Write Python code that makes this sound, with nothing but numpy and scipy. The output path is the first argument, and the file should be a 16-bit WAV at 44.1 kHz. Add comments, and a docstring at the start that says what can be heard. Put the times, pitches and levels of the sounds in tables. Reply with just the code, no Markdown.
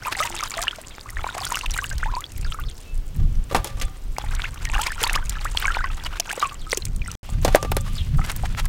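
"""Outdoors, hands wash fish in a plastic basin: air pockets ring, most rising in pitch, and droplets tick.
Dense small chirps make the water gurgle and fizz; noise gives its swish, spray and foam.
Twice a handful of wet fish lands on a steel tray: dull thuds and wet noise, with a faint metal ring.
Wind buffets the microphone in low noise over a soft hiss, and gliding tones make far-off bird calls.
The sound drops out for a moment before the last part."""
import sys
import numpy as np
from scipy import signal
from scipy.io import wavfile

SR = 44100
rng = np.random.default_rng(int(sys.argv[2]) if len(sys.argv) > 2 else 0)


def unload_wav(signal):
    """Save mono or channel-first audio to the path in sys.argv[1] as 16-bit WAV at rate SR, clipped to [-1, 1]."""
    wavfile.write(
        sys.argv[1],
        SR,
        np.round(np.clip(np.atleast_2d(signal).T, -1, 1) * 32767).astype(np.int16),
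    )


def volts_from_decibels(level):
    """Turn decibel levels (scalar or array-like) into linear amplitude factors."""
    exponent = np.asarray(level, float) / 20
    return 10 ** exponent


N = 382788


def noise():
    """White noise as long as the scene."""
    return rng.standard_normal(N)


def unit(x):
    """Scales a sound to an rms of 1."""
    return x / np.sqrt(np.mean(x ** 2) + 1e-20)


def band(x, low_hz, high_hz, order=2):
    """Keeps the part of a sound between two frequencies."""
    edges_hz = [low_hz, min(high_hz, 0.45 * SR)]
    return signal.sosfilt(signal.butter(order, edges_hz, "band", fs=SR, output="sos"), x)


def drift(rate_hz):
    """Slow random wandering of rms 1: noise through a two-pole lowpass, worked out every 40 samples."""
    pole = np.exp(-2 * np.pi * rate_hz * 40 / SR)
    settle = 2000
    slow = signal.lfilter([1], [1, -2 * pole, pole ** 2], rng.standard_normal(N // 40 + 2 + settle))[settle:]
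    return np.interp(np.arange(N) / 40, np.arange(len(slow)), unit(slow))


def add(out, start_s, piece):
    """Mixes a short sound into a longer one, cut off at the end."""
    at = int(start_s * SR)
    out[at:at + len(piece)] += piece[:N - at]


def sweep(pitch_hz):
    """A sine that follows a changing pitch: its phase is the running sum of the pitch."""
    return np.sin(2 * np.pi * np.cumsum(pitch_hz) / SR)


def swells(rows, rise_db_s, fall_db_s, rest_db, upper_rest_db):
    """Each event rises, holds and falls above a resting level; gives gains for a main and an upper layer."""
    t = np.arange(0, N, 40) / SR
    start, hold, db, above_db = np.transpose(rows)[:, :, None]
    rise = rise_db_s * np.maximum(start - t, 0)
    fall = fall_db_s * np.maximum(t - start - hold, 0)
    shape = db - rise - fall
    gains = []
    for level, rest in ((shape, rest_db), (shape + above_db, upper_rest_db)):
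        power = volts_from_decibels(2 * rest) + volts_from_decibels(2 * level).sum(axis=0)      # overlapping events add in power
        gains.append(np.interp(np.arange(N) / SR, t, np.sqrt(power)))
    return gains


def air():
    """Soft outdoor hiss: half-octave noise bands, each wavering a little."""
    # shape of the hiss: (pitch_hz, relative level_db per hz)
    hiss_shape = [(200, 6), (420, 3), (630, -2.5), (1330, -6), (2500, -14.5), (5500, -14), (8600, -18.5),
                  (10500, -22), (16000, -18)]
    hz, db = np.transpose(hiss_shape)
    edges_hz = 200 * 2 ** np.arange(0, 6.6, 0.5)
    white = rng.standard_normal((2, N))      # neighbouring bands take turns
    out = 0
    for k, (low, high) in enumerate(zip(edges_hz, edges_hz[1:])):
        level = np.interp(np.log(low * high) / 2, np.log(hz), db) + 0.8 * drift(3.9)
        out = out + volts_from_decibels(level) * band(white[k % 2], low, high)
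    return volts_from_decibels(-51) * unit(out)


def wind():
    """Gusts on the microphone are lumpy low noise: a deep buffet and a faster flutter."""
    # gusts: (start_s, hold_s, buffet level_db, flutter level_db above the buffet)
    gusts = [(0, 0.013, -36, -5), (.58, 0.034, -31.5, -21.5), (1.14, 0.076, -29, -20),
             (1.41, 0.035, -32.5, -10), (1.69, 0.049, -23.5, -25), (1.9, 0.22, -25, -21.5),
             (2.37, 0.12, -21.5, -23), (2.6, 0.067, -23.5, -23.5), (2.98, 0.024, -22, -51),
             (3.19, .06, -20, -4), (3.27, 0.088, -14.5, -49), (3.53, 0.069, -25, -7),
             (3.72, 0.15, -24, -26), (4.06, 0.05, -25.5, -34), (4.24, 0.15, -23, -25.5),
             (4.5, 0.036, -29, -11), (4.63, 0.14, -24, -18), (4.92, 0.11, -28, -22),
             (5.13, 0.03, -21, -22.5), (5.25, 0.098, -25, -39), (5.44, .25, -25.5, -25.5),
             (5.78, .15, -23, -41), (6.04, 0.066, -26.5, -29), (6.57, .04, -30, -15),
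             (6.84, 0.21, -23.5, -11.5), (7.12, .03, -29, -9), (7.36, 0.17, -20, -8.5),
             (7.69, 0.13, -19.5, -4), (7.92, 0.12, -22, -9), (8.1, .1, -18.5, -6), (8.37, 0.18, -24, -5.5),
             (8.64, 0.047, -21, -12)]
    gusting, fluttering = swells(gusts, rise_db_s=219, fall_db_s=141, rest_db=-42, upper_rest_db=-48.5)
    deep = band(band(noise(), 20.4, 28.7, order=1), 7.4, 113.4) * volts_from_decibels(2.4 * drift(23))
    flutter = band(band(noise(), 52, 134), 38, 246) * volts_from_decibels(3.0 * drift(15))
    return gusting * unit(deep) + fluttering * unit(flutter)


def small_bubbles(per_s, low_hz, octaves, tilt_db, spread_db, clump_db, climb, count):
    """Countless small air pockets, each a short rising chirp, born in clumps; rms 1."""
    out = np.zeros(N)
    crowd = volts_from_decibels(clump_db * drift(20))
    for at, keep, size, key, life, haste in rng.random((count, 6)):
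        if keep * count < per_s * crowd[int(at * N)] * N / SR:
            hz = low_hz * 2 ** (octaves * key)
            cycles = 12 + 55 * life ** 1.5      # cycles until 60 dB down
            t = np.arange(int(cycles / hz * SR)) / SR
            pitch = hz * 2 ** (climb * haste ** 2 * hz * t)
            size_db = -spread_db * np.log(size + 0.0073)      # a few are much louder
            height = volts_from_decibels(size_db - 60 * t * hz / cycles + tilt_db * key)
            add(out, at * N / SR, height * sweep(pitch))
    return unit(out)


def crackle():
    """Separate spits of spray: each opens a dying puff of noise in one of three treble ranges; rms 1."""
    per_s, t60_s = 330, 0.0061
    sizes = volts_from_decibels(6.0 * np.minimum(rng.exponential(1, N), 4))
    born = rng.random(N) < per_s * volts_from_decibels(7.5 * drift(30)) / SR
    dealt = rng.integers(0, 3, N)
    fade = volts_from_decibels(-60 / (t60_s * SR))
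    out = 0
    for k, (low_hz, high_hz, db) in enumerate([(3750, 9100, -4.5), (6500, 9250, 3.0), (7860, 18400, -3.5)]):
        puffs = signal.lfilter([1], [1, -fade], sizes * born * (dealt == k) + 1e-18)
        out = out + volts_from_decibels(db) * unit(band(puffs * noise(), low_hz, high_hz))
    return unit(out)


def stirred_water():
    """Small bubbles gurgle over a soft swish; tiny ones fizz among spits of spray and a thin hiss of foam."""
    # strokes of the hands through water or among wet fish:
    # (start_s, hold_s, gurgle level_db, fizz level_db above the gurgle)
    strokes = [(.06, 0.069, -39, -5.5), (.18, 0.08, -35.5, 1.5), (.37, 0.05, -35.5, 0.5),
               (.53, 0.14, -34.5, -8.5), (.87, 0.56, -50, -2), (1.2, .18, -40.5, -8.5),
               (1.42, 0.19, -38, 1), (1.74, 0.12, -44, 3), (2, 0.18, -46, -1.5), (2.36, 0.07, -54.5, 7.5),
               (2.52, 0.061, -47.5, -8), (2.8, 0.055, -59.5, 10), (3.15, .2, -53, -6),
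               (3.53, 0.096, -35.5, -17.5), (3.78, .06, -46, -4), (4.2, .22, -38.5, -13),
               (4.55, 0.14, -46, -8), (4.75, 0.11, -32, -3.5), (5.03, 0.099, -32.5, -11),
               (5.3, 0.18, -40.5, -4), (5.57, 0.14, -36.5, -1), (5.72, 0.13, -38, -13),
               (5.97, .2, -43.5, -12.5), (6.29, 0.16, -35.5, -7), (6.7, 0.051, -45, 8.5),
               (7.08, 0.21, -47, 0.5), (7.27, 0.07, -52, 1), (7.46, 0.12, -36, -5), (7.7, 0.24, -47.5, -3),
               (7.88, 0.18, -42.5, -1), (8.19, 0.13, -32, -17), (8.4, 0.2, -35.5, -12)]
    # hands in the water: (start_s, end_s)
    washing = [(0, 2.8), (4.16, 7.2)]
    gurgling, fizzing = swells(strokes, rise_db_s=230, fall_db_s=108, rest_db=-66, upper_rest_db=-54.5)
    gurgle = small_bubbles(560, low_hz=800, octaves=2.256, tilt_db=5.5, spread_db=6.0,
                           clump_db=4.0, climb=0.0325, count=9000)
    swish = volts_from_decibels(-11 + 7.8 * drift(28.3)) * unit(band(noise(), 770, 2340, order=1))
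    fizz = small_bubbles(520, low_hz=1935, octaves=2.16, tilt_db=7.5, spread_db=6.5,
                         clump_db=4.0, climb=0.017, count=12000)
    foam = volts_from_decibels(-20) * unit(band(noise(), 2300, 5800, order=1))
    t = np.arange(N) / SR
    hands = sum((t >= start) & (t < end) for start, end in washing)
    # away from the water, fish slither on the wet tray
    slide = (1 - hands) * unit(band(noise(), 2300, 3670, order=1))
    low = hands * gurgle + swish
    high = volts_from_decibels(-5.5) * crackle() + hands * fizz + foam + volts_from_decibels(-5) * slide
    return gurgling * low + fizzing * high


def bubbles():
    """Air pockets ring up within half a cycle; most climb in pitch near the surface, where they burst."""
    # the larger air pockets caught in the water:
    # (start_s, level_db before fading, pitch_hz at the start, t60_s to fade 60 dB, rise in octaves per s)
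    pockets = [(.023, -26, 1470, 0.026, 5.5), (.0505, -20, 2400, 0.021, 30), (0.0572, -24, 898, .12, 28.5),
               (.0694, -18, 1244, 0.07, -3), (0.0806, -19, 977, 0.076, 6), (0.1515, -16.5, 1800, 0.024, 58),
               (.168, -29, 797, 0.12, -2), (.202, -25, 553, 0.16, 14), (0.2032, -12, 1212, 0.075, 6.5),
               (.218, -23, 1185, 0.1, 13), (0.225, -19, 2660, .021, 41), (.229, -14.5, 1990, .034, 2),
               (0.2374, -9, 2960, .0032, 0), (0.249, -23, 965, 0.11, -1.5), (.338, -30.5, 800, 0.083, 16),
               (.3648, -23.7, 2580, .021, 18), (.3755, -21, 3460, .01, 78), (0.3957, -22, 2140, .027, 17),
               (0.406, -20, 1330, 0.029, -2), (0.4273, -17.5, 1100, 0.055, 42),
               (.434, -17, 1110, 0.025, 31), (0.5156, -30, 1116, .025, 2), (.517, -22, 2290, .02, -2),
               (.5401, -17.5, 4166, .0083, 92), (.5695, -24.5, 660, 0.13, 1), (.581, -13, 1940, 0.0092, 6),
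               (0.589, -17, 1162, 0.034, 9), (.5908, -30.5, 668, 0.3, 4.5), (.6275, -13, 3246, .004, 0),
               (.67, -18, 1680, .018, 12), (0.6755, -23, 1280, .039, 32), (.681, -6, 2750, .021, 29),
               (.73, -26, 1280, 0.039, 38), (0.785, -26, 645, 0.038, -1), (0.9827, -7.5, 1260, 0.0017, 0),
               (1.0584, -29.5, 1060, .053, 31), (1.091, -24.5, 1960, 0.017, 6),
               (1.1696, -15, 1710, 0.015, 46), (1.186, -25, 2140, 0.018, 4), (1.2415, -22, 2285, 0.021, 0),
               (1.2432, -10, 840, 0.013, 3), (1.266, -15.5, 1060, 0.032, -16),
               (1.29, -17.5, 1430, 0.029, 2), (1.35, -21, 704, .02, -2), (1.367, -22.5, 660, 0.049, 21),
               (1.3813, -19, 1180, 0.017, 2), (1.3892, -25, 1100, .045, 4), (1.411, -26, 746, .084, 7),
               (1.4345, -25, 3085, .018, 42), (1.4466, -17.5, 3400, 0.017, 0), (1.501, -22, 1318, .02, 5),
               (1.5176, -23, 1793, .019, 20), (1.52, -13, 1005, 0.035, -8), (1.5493, -26, 1034, 0.11, 24),
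               (1.556, -14.5, 2770, 0.012, -16), (1.5708, -11.5, 1430, 0.01, 0),
               (1.611, -15.5, 2746, 0.012, 5), (1.645, -20.5, 1030, 0.028, -5),
               (1.662, -10.5, 2650, .0068, 0), (1.74, -19.5, 3900, 0.016, -1),
               (1.7634, -20, 1180, .026, 47), (1.7774, -22, 1990, .033, 19),
               (1.7905, -14.5, 1880, 0.012, 0), (1.7878, -12.5, 1505, 0.032, 9),
               (1.8216, -26.5, 1053, 0.15, 15), (1.842, -13.5, 2760, .011, 17),
               (1.8456, -22, 1460, .026, 55), (1.913, -23, 1590, .061, -2.5), (1.932, -28, 600, .013, 0),
               (2.001, -32, 2020, .033, -6), (2.0301, -14.7, 1290, 0.054, 66),
               (2.0586, -21.5, 860, 0.13, 5.5), (2.0771, -26.7, 888, 0.16, 26),
               (2.1376, -20, 960, 0.074, 7), (2.1517, -19, 4500, .01, 0), (2.1668, -18.5, 930, .12, 10.5),
               (2.2409, -19, 3350, 0.02, 2), (2.45, -24.5, 1630, 0.019, 0), (2.4644, -30.5, 1374, 0.043, 7),
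               (2.5214, -21, 2780, 0.028, 88), (2.522, -25.5, 1285, 0.034, 6),
               (2.5447, -25, 1240, 0.052, 10), (2.588, -23.5, 1147, 0.052, 8),
               (2.5946, -29, 1456, 0.059, -2), (2.636, -40, 1190, 0.065, 3), (2.638, -29, 3370, 0.017, 20),
               (4.1839, -5.5, 850, .0075, -6), (4.3958, -12.5, 1481, 0.0067, 4),
               (4.404, -9, 2381, 0.0015, 0), (4.4195, -8.5, 3382, 0.003, 44), (4.44, -21, 1413, 0.054, 25),
               (4.444, -16, 2460, .02, 67), (4.4534, -21, 1950, .042, 43), (4.6545, -12, 2180, 0.0069, -4),
               (4.6722, -26, 1870, 0.061, 0), (4.6987, -15, 2300, 0.0084, 117),
               (4.7369, -21, 1820, .028, -3), (4.744, -18, 2640, 0.021, 26), (4.7515, -14.5, 2800, .015, 4),
               (4.752, -23, 800, .07, 1), (4.753, -19, 1597, .022, -5), (4.761, -22, 1100, .047, 22),
               (4.781, -13, 1650, .013, 0), (4.7897, -20, 813, .18, 6.5), (4.863, -21, 2150, 0.06, 19),
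               (4.8675, -17, 4870, .017, 15), (4.8812, -22, 950, .044, 25), (4.9046, -22, 1740, .051, 3),
               (4.919, -21.5, 1384, 0.064, 66), (4.98, -24, 1390, .034, 0), (5.017, -21.5, 464, 0.041, 1),
               (5.0352, -17, 840, 0.062, 11), (5.038, -2, 3050, 0.0057, 62),
               (5.0445, -11.5, 4480, 0.019, -5), (5.066, -17.5, 904, 0.048, 27),
               (5.0655, -19, 2014, 0.035, 23), (5.0955, -8, 1740, .008, 2), (5.0963, -12.5, 2530, .019, 35),
               (5.14, -18, 1970, 0.053, 55), (5.1537, -5, 2961, .0041, 0), (5.1599, -10.5, 1134, 0.029, 18),
               (5.175, -18, 1510, 0.036, 55), (5.227, -26.5, 1490, 0.04, 5), (5.3607, -29, 1710, .052, 1),
               (5.453, -17, 1090, 0.082, 50), (5.573, -2.5, 3180, .0079, 29), (5.573, -12, 4120, 0.014, 17),
               (5.6258, -10, 1560, 0.008, -2), (5.6433, -16.5, 1166, 0.054, -9),
               (5.6541, -9, 2250, 0.027, -3), (5.661, -18, 1440, .03, 0), (5.6805, -10, 1560, 0.042, 9.5),
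               (5.6954, -22, 1370, .047, 25), (5.704, -16, 1340, 0.066, 4), (5.748, -13, 2172, 0.014, 76),
               (5.7525, -23, 1400, 0.075, 2), (5.7694, -7, 910, 0.011, 3), (5.7892, -18, 1540, 0.052, -4.5),
               (5.8063, -20.5, 1260, 0.084, 28), (5.8409, -15.5, 1110, 0.048, -4),
               (5.843, -16, 1940, .026, 3), (5.849, -26, 1503, 0.095, 1.5), (5.9, -30, 1300, .06, -2),
               (5.98, -33, 1220, 0.021, -2), (6.0487, -21, 4680, .014, -7), (6.0631, -20, 2960, 0.029, -6),
               (6.1983, -19, 690, 0.034, 0), (6.2016, -9, 2930, 0.0048, 0), (6.2047, -7, 5000, .0045, 177),
               (6.2995, -16, 2850, .0087, 63), (6.3135, -12.5, 1930, .0063, 101),
               (6.3307, -21.5, 800, 0.029, 9), (6.377, -16.5, 524, 0.026, -6),
               (6.4032, -20, 3900, 0.017, -8), (6.4266, -7.5, 1182, .05, 7.5),
               (6.4333, -13.5, 1157, 0.079, -1), (6.452, -19, 1090, 0.085, -0.5),
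               (6.667, -32, 1265, .12, 1), (6.717, -17, 4460, .012, 7), (6.7293, -5.5, 2010, .01, 7),
               (6.7302, -7.5, 510, 0.017, -20), (6.7317, -1, 1030, 0.0024, 4),
               (6.774, -19.5, 410, 0.045, -15), (6.8216, -22.5, 4040, .018, 6),
               (7.018, -23.5, 2490, .03, -11), (7.082, -25.5, 1410, 0.052, -4.5),
               (8.185, -25.5, 1180, .035, 42), (8.1928, -15, 1250, 0.0099, 7), (8.1925, -26, 784, 0.048, 0),
               (8.2136, -27.5, 1260, 0.091, 4), (8.216, -26.5, 1880, .027, 62),
               (8.436, -17.5, 763, 0.025, -2), (8.4457, -23, 840, .021, 3), (8.5491, -5.5, 1901, 0.0012, 0),
               (8.6447, -33, 1046, 0.069, 11.5), (8.659, -30, 1664, 0.023, 5)]
    out = np.zeros(N)
    for start, db, hz, t60, rise in pockets:
        t = np.arange(int(t60 * SR)) / SR
        octaves = np.minimum(rise * t, 1.5)
        burst_db = 3 * octaves ** 2      # extra fading as the pitch moves away
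        level = volts_from_decibels(db - 60 * t / t60 - burst_db) * np.minimum(2 * hz * t, 1)
        add(out, start, level * sweep(hz * 2 ** octaves))
    return out


def ticks():
    """A droplet bursts: a broad snap and a brief coloured hiss, both of dying noise."""
    # the louder droplets: (start_s, level_db before the common trim below, colour_hz)
    droplets = [(0.0677, -18.5, 13100), (0.187, -18, 5130), (0.215, -18, 7320), (0.2977, -19, 7560),
                (0.3645, -16.5, 5040), (0.436, -10, 5400), (0.4984, -22, 8600), (0.5166, -19, 5130),
                (0.573, -17, 6600), (0.617, -12, 7840), (0.6262, -12, 4900), (0.636, -14.5, 6130),
                (0.7592, -25, 5570), (0.8145, -25, 8400), (1.1032, -22, 9700), (1.38, -18, 7460),
                (1.4509, -11.5, 7590), (1.5224, -14, 6600), (1.5554, -12.5, 7210), (1.5712, -18, 6910),
                (1.5897, -14, 5700), (1.661, -23, 7840), (1.708, -14.5, 5400), (1.7384, -18.5, 7900),
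                (1.7764, -16, 8350), (1.9008, -18, 6200), (1.981, -18, 5240), (2.2066, -20, 8200),
                (2.3192, -25, 7160), (2.378, -23, 12700), (2.4119, -23.5, 6900), (2.5202, -30, 7280),
                (2.5435, -27.5, 8950), (2.599, -25, 13000), (2.779, -30, 5230), (2.804, -33, 8500),
                (2.977, -32, 9020), (3.1627, -30, 13000), (3.3543, -35, 5730), (3.547, -23, 7520),
                (3.5644, -18, 8950), (3.6442, -12.5, 9200), (3.799, -18.5, 5280), (3.8207, -16, 7360),
                (4.1832, -14.5, 4960), (4.35, -18.5, 6900), (4.543, -24.5, 6500), (4.6513, -15, 5840),
                (4.736, -22, 5220), (4.816, -7.5, 7000), (4.8683, -11.5, 4970), (4.9185, -19.5, 7470),
                (5.0145, -16.5, 5410), (5.0305, -8, 9000), (5.0374, -7, 7250), (5.054, -20, 8200),
                (5.075, -15.5, 8300), (5.1312, -11.5, 8100), (5.1569, -11, 5180), (5.295, -10, 7080),
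                (5.447, -16.5, 8900), (5.5702, -20, 7760), (5.598, -17, 13000), (6.037, -20, 5100),
                (6.1987, -2.5, 5760), (6.315, -17, 6930), (6.3273, -15.5, 8100), (6.3965, -17, 6670),
                (6.7187, -10, 5100), (6.773, -6, 7150), (6.8528, -12.5, 7070), (6.9618, -23.5, 8200),
                (7.115, -19, 6800), (7.448, -7, 6100), (7.5552, -2.5, 8700), (7.6273, -16, 6340),
                (7.7163, -14, 11700), (7.7666, -8.5, 9000), (8.0915, -43, 5540), (8.2616, -24, 8000),
                (8.316, -16.5, 8800), (8.3627, -14.5, 13700), (8.6547, -17.5, 8300)]
    t60_s, trim_db, edge_db, width = 0.019, -8.5, -8.5, 1.25      # width: ratio of band edge to centre
    out = np.zeros(N)
    t = np.arange(900) / SR
    fade = volts_from_decibels(-60 * t / t60_s)
    for start, db, hz in droplets:
        snap, hiss = rng.standard_normal((2, len(t)))
        colour = unit(band(hiss, hz / width, hz * width, order=1))
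        broad = volts_from_decibels(edge_db) * unit(band(snap, 1800, 7300, order=1)) * fade      # fades twice as fast
        add(out, start, volts_from_decibels(db + trim_db) * fade * (colour + broad))
    return out


def birds():
    """Far calls: hoarse chirps of gliding pitch, and short level tones with soft ends."""
    # one call of a small bird, a warble and a falling note, as points along each note:
    # (time_s from the start of the fall, pitch_hz, level_db relative to the call)
    call_notes = [
        [(-.026, 5630, 0), (-.016, 4220, 5), (-.011, 5400, 1), (-.006, 4500, 6), (0, 5400, -2)],
        [(0, 4000, 17), (.01, 3570, 6.5), (.024, 3290, 3), (.046, 3100, 5)],
    ]
    # when the bird calls: (start_s of the fall, level_db of the call)
    calls = [(.905, -54.5), (2.468, -54), (2.681, -51.5), (6.612, -53.5), (7.978, -42.5)]
    # two far whistles, a soft hoot and a low thrum in a gust: (start_s, length_s, pitch_hz, level_db)
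    level_tones = [(0.264, 0.14, 345, -42), (2.41, 0.074, 2680, -50), (2.832, 0.14, 2630, -49),
                   (8.118, 0.061, 145, -14.5)]
    out = np.zeros(N)
    waver = volts_from_decibels(-2 * drift(160))
    waver *= 1 + 0.73 * unit(band(noise(), 150, 580))      # hoarse side-bands
    for note in call_notes:
        s, hz, db = np.transpose(note)
        t = np.arange(s[0], s[-1], 1 / SR)
        tone = sweep(np.interp(t, s, hz)) * signal.windows.tukey(len(t), 0.3)
        for start, call_db in calls:
            add(out, start + s[0], volts_from_decibels(np.interp(t, s, db) + call_db) * tone)
    out *= waver
    for start, length, hz, db in level_tones:
        t = np.arange(0, length, 1 / SR)
        add(out, start, volts_from_decibels(db) * np.sin(2 * np.pi * hz * t) * signal.windows.tukey(len(t), 0.85))
    return out


def ring(push, hz, t60_s):
    """A resonance: a unit click sets a dying sine ringing."""
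    pole, turn = volts_from_decibels(-60 / (t60_s * SR)), 2 * np.pi * hz / SR
    return signal.lfilter([0, np.sin(turn)], [1, -2 * pole * np.cos(turn), pole ** 2], push + 1e-18)


def slaps():
    """A push thuds in the flesh, water squelches and spatters out, and the wet push rings the tray."""
    # wet fish landing on the tray: (start_s, level_db of the blow, thud pitch_hz,
    # t60_s of the wet noise, spatter level_db on its own scale)
    landings = [(3.194, -44, 832, 0.058, -67), (3.512, -24, 517, 0.062, -38.5),
                (3.523, -21.5, 515, 0.064, -61), (3.547, -8, 756, 0.13, -34), (3.645, -24, 606, 0.14, -34),
                (3.672, -38, 1180, 0.041, -29), (3.771, -38, 799, 0.16, -47),
                (3.814, -17.5, 2220, 0.092, -40), (3.881, -32, 1180, 0.021, -51),
                (7.291, -31.5, 740, 0.026, -44), (7.449, -8, 553, 0.069, -23),
                (7.479, -10.5, 610, 0.064, -49), (7.548, 5.5, 595, 0.017, -28),
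                (7.556, -5.5, 770, 0.068, -45), (7.628, -18.5, 549, 0.047, -34),
                (7.648, -18.5, 520, 0.049, -52), (7.718, -9, 750, 0.033, -41),
                (7.767, -10, 590, 0.032, -45), (7.862, -32, 1140, 0.087, -44)]
    # resonances of the steel tray: (pitch_hz, relative level_db, t60_s to fade 60 dB)
    tray_rings = [(547, -14, 0.35), (770, -15.5, 0.49), (840, -14, 0.2), (1180, -5, 0.26),
                  (1203, -10.5, 0.5), (1545, -30, .3), (2000, -35, 0.2), (2230, -30, 0.25),
                  (2580, -26, 0.33), (3480, -18.5, 0.22)]
    thud_cycles, squelch_db, ring_db = 13.4, -6.5, -49      # thud_cycles: cycles until 60 dB down
    out, shaking = np.zeros(N), np.zeros(N)
    t = np.arange(6000) / SR
    for start, db, hz, t60, spatter_db in landings:
        wet, spray = rng.standard_normal((2, len(t)))
        decay = volts_from_decibels(-60 * t / t60) * np.minimum(t / 0.0002, 1)
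        thud = np.sin(2 * np.pi * hz * t) * volts_from_decibels(-60 * t * hz / thud_cycles) * np.minimum(2 * hz * t, 1)
        squelch = volts_from_decibels(squelch_db) * unit(band(wet, hz / 1.36, hz * 1.31, order=1)) * decay
        spatter = volts_from_decibels(spatter_db) * unit(band(spray, 2100, 6500, order=1)) * decay
        thump = volts_from_decibels(-16) * unit(band(wet, 244, 430, order=1)) * decay      # the whole tray gives
        add(out, start, volts_from_decibels(db) * (thud + squelch + thump) + spatter)
        add(shaking, start, volts_from_decibels(0.44 * db) * wet * decay)      # soft flesh passes on less of a hard blow
    for hz, db, t60 in tray_rings:
        uneven_db = 3.9 * drift(25)      # sliding fish damp the tray unevenly
        out += volts_from_decibels(db + ring_db + uneven_db) * ring(shaking, hz, t60)
    return out


def scene():
    """Mixes the weather, the water, the birds and the fish on the tray into one channel."""
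    return (air() + wind() + stirred_water() + bubbles() + ticks() + birds() + slaps())[None]


def gain_control(x):
    """Loud blows pull the gain down within some ms; it climbs back within some tens of ms."""
    knee_db, share, release_db_s = -8.5, 0.33, 253      # share of the excess that is taken away
    fall = release_db_s * np.arange(N) / SR
    over_db = np.maximum(20 * np.log10(np.abs(x) + 1e-9) - knee_db, 0)
    held_db = np.maximum.accumulate(over_db + fall, axis=-1) - fall      # peaks, sinking steadily
    smooth_db = signal.lfilter([0.006], [1, -0.994], held_db)
    return x * volts_from_decibels(-share * smooth_db)


def band_limit(x):
    """A steep low-pass at the top of the band."""
    return signal.sosfilt(signal.butter(12, 16990, fs=SR, output="sos"), x)


def record(dry):
    """Gain control, a moment of near silence, a cut of the top treble, and peaks clipped at full scale."""
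    # where the sound drops out: (start_s, end_s)
    dropout = (7.153, 7.231)
    t = np.arange(N) / SR
    mute = np.where((t > dropout[0]) & (t < dropout[1]), volts_from_decibels(-67), 1)
    top_cut = signal.cheby2(6, 24, 16800, fs=SR, output="sos")
    mix = signal.sosfilt(top_cut, gain_control(dry) * mute)
    return band_limit(np.clip(mix, -1, 1))


dry = scene()
out = record(dry)
unload_wav(out)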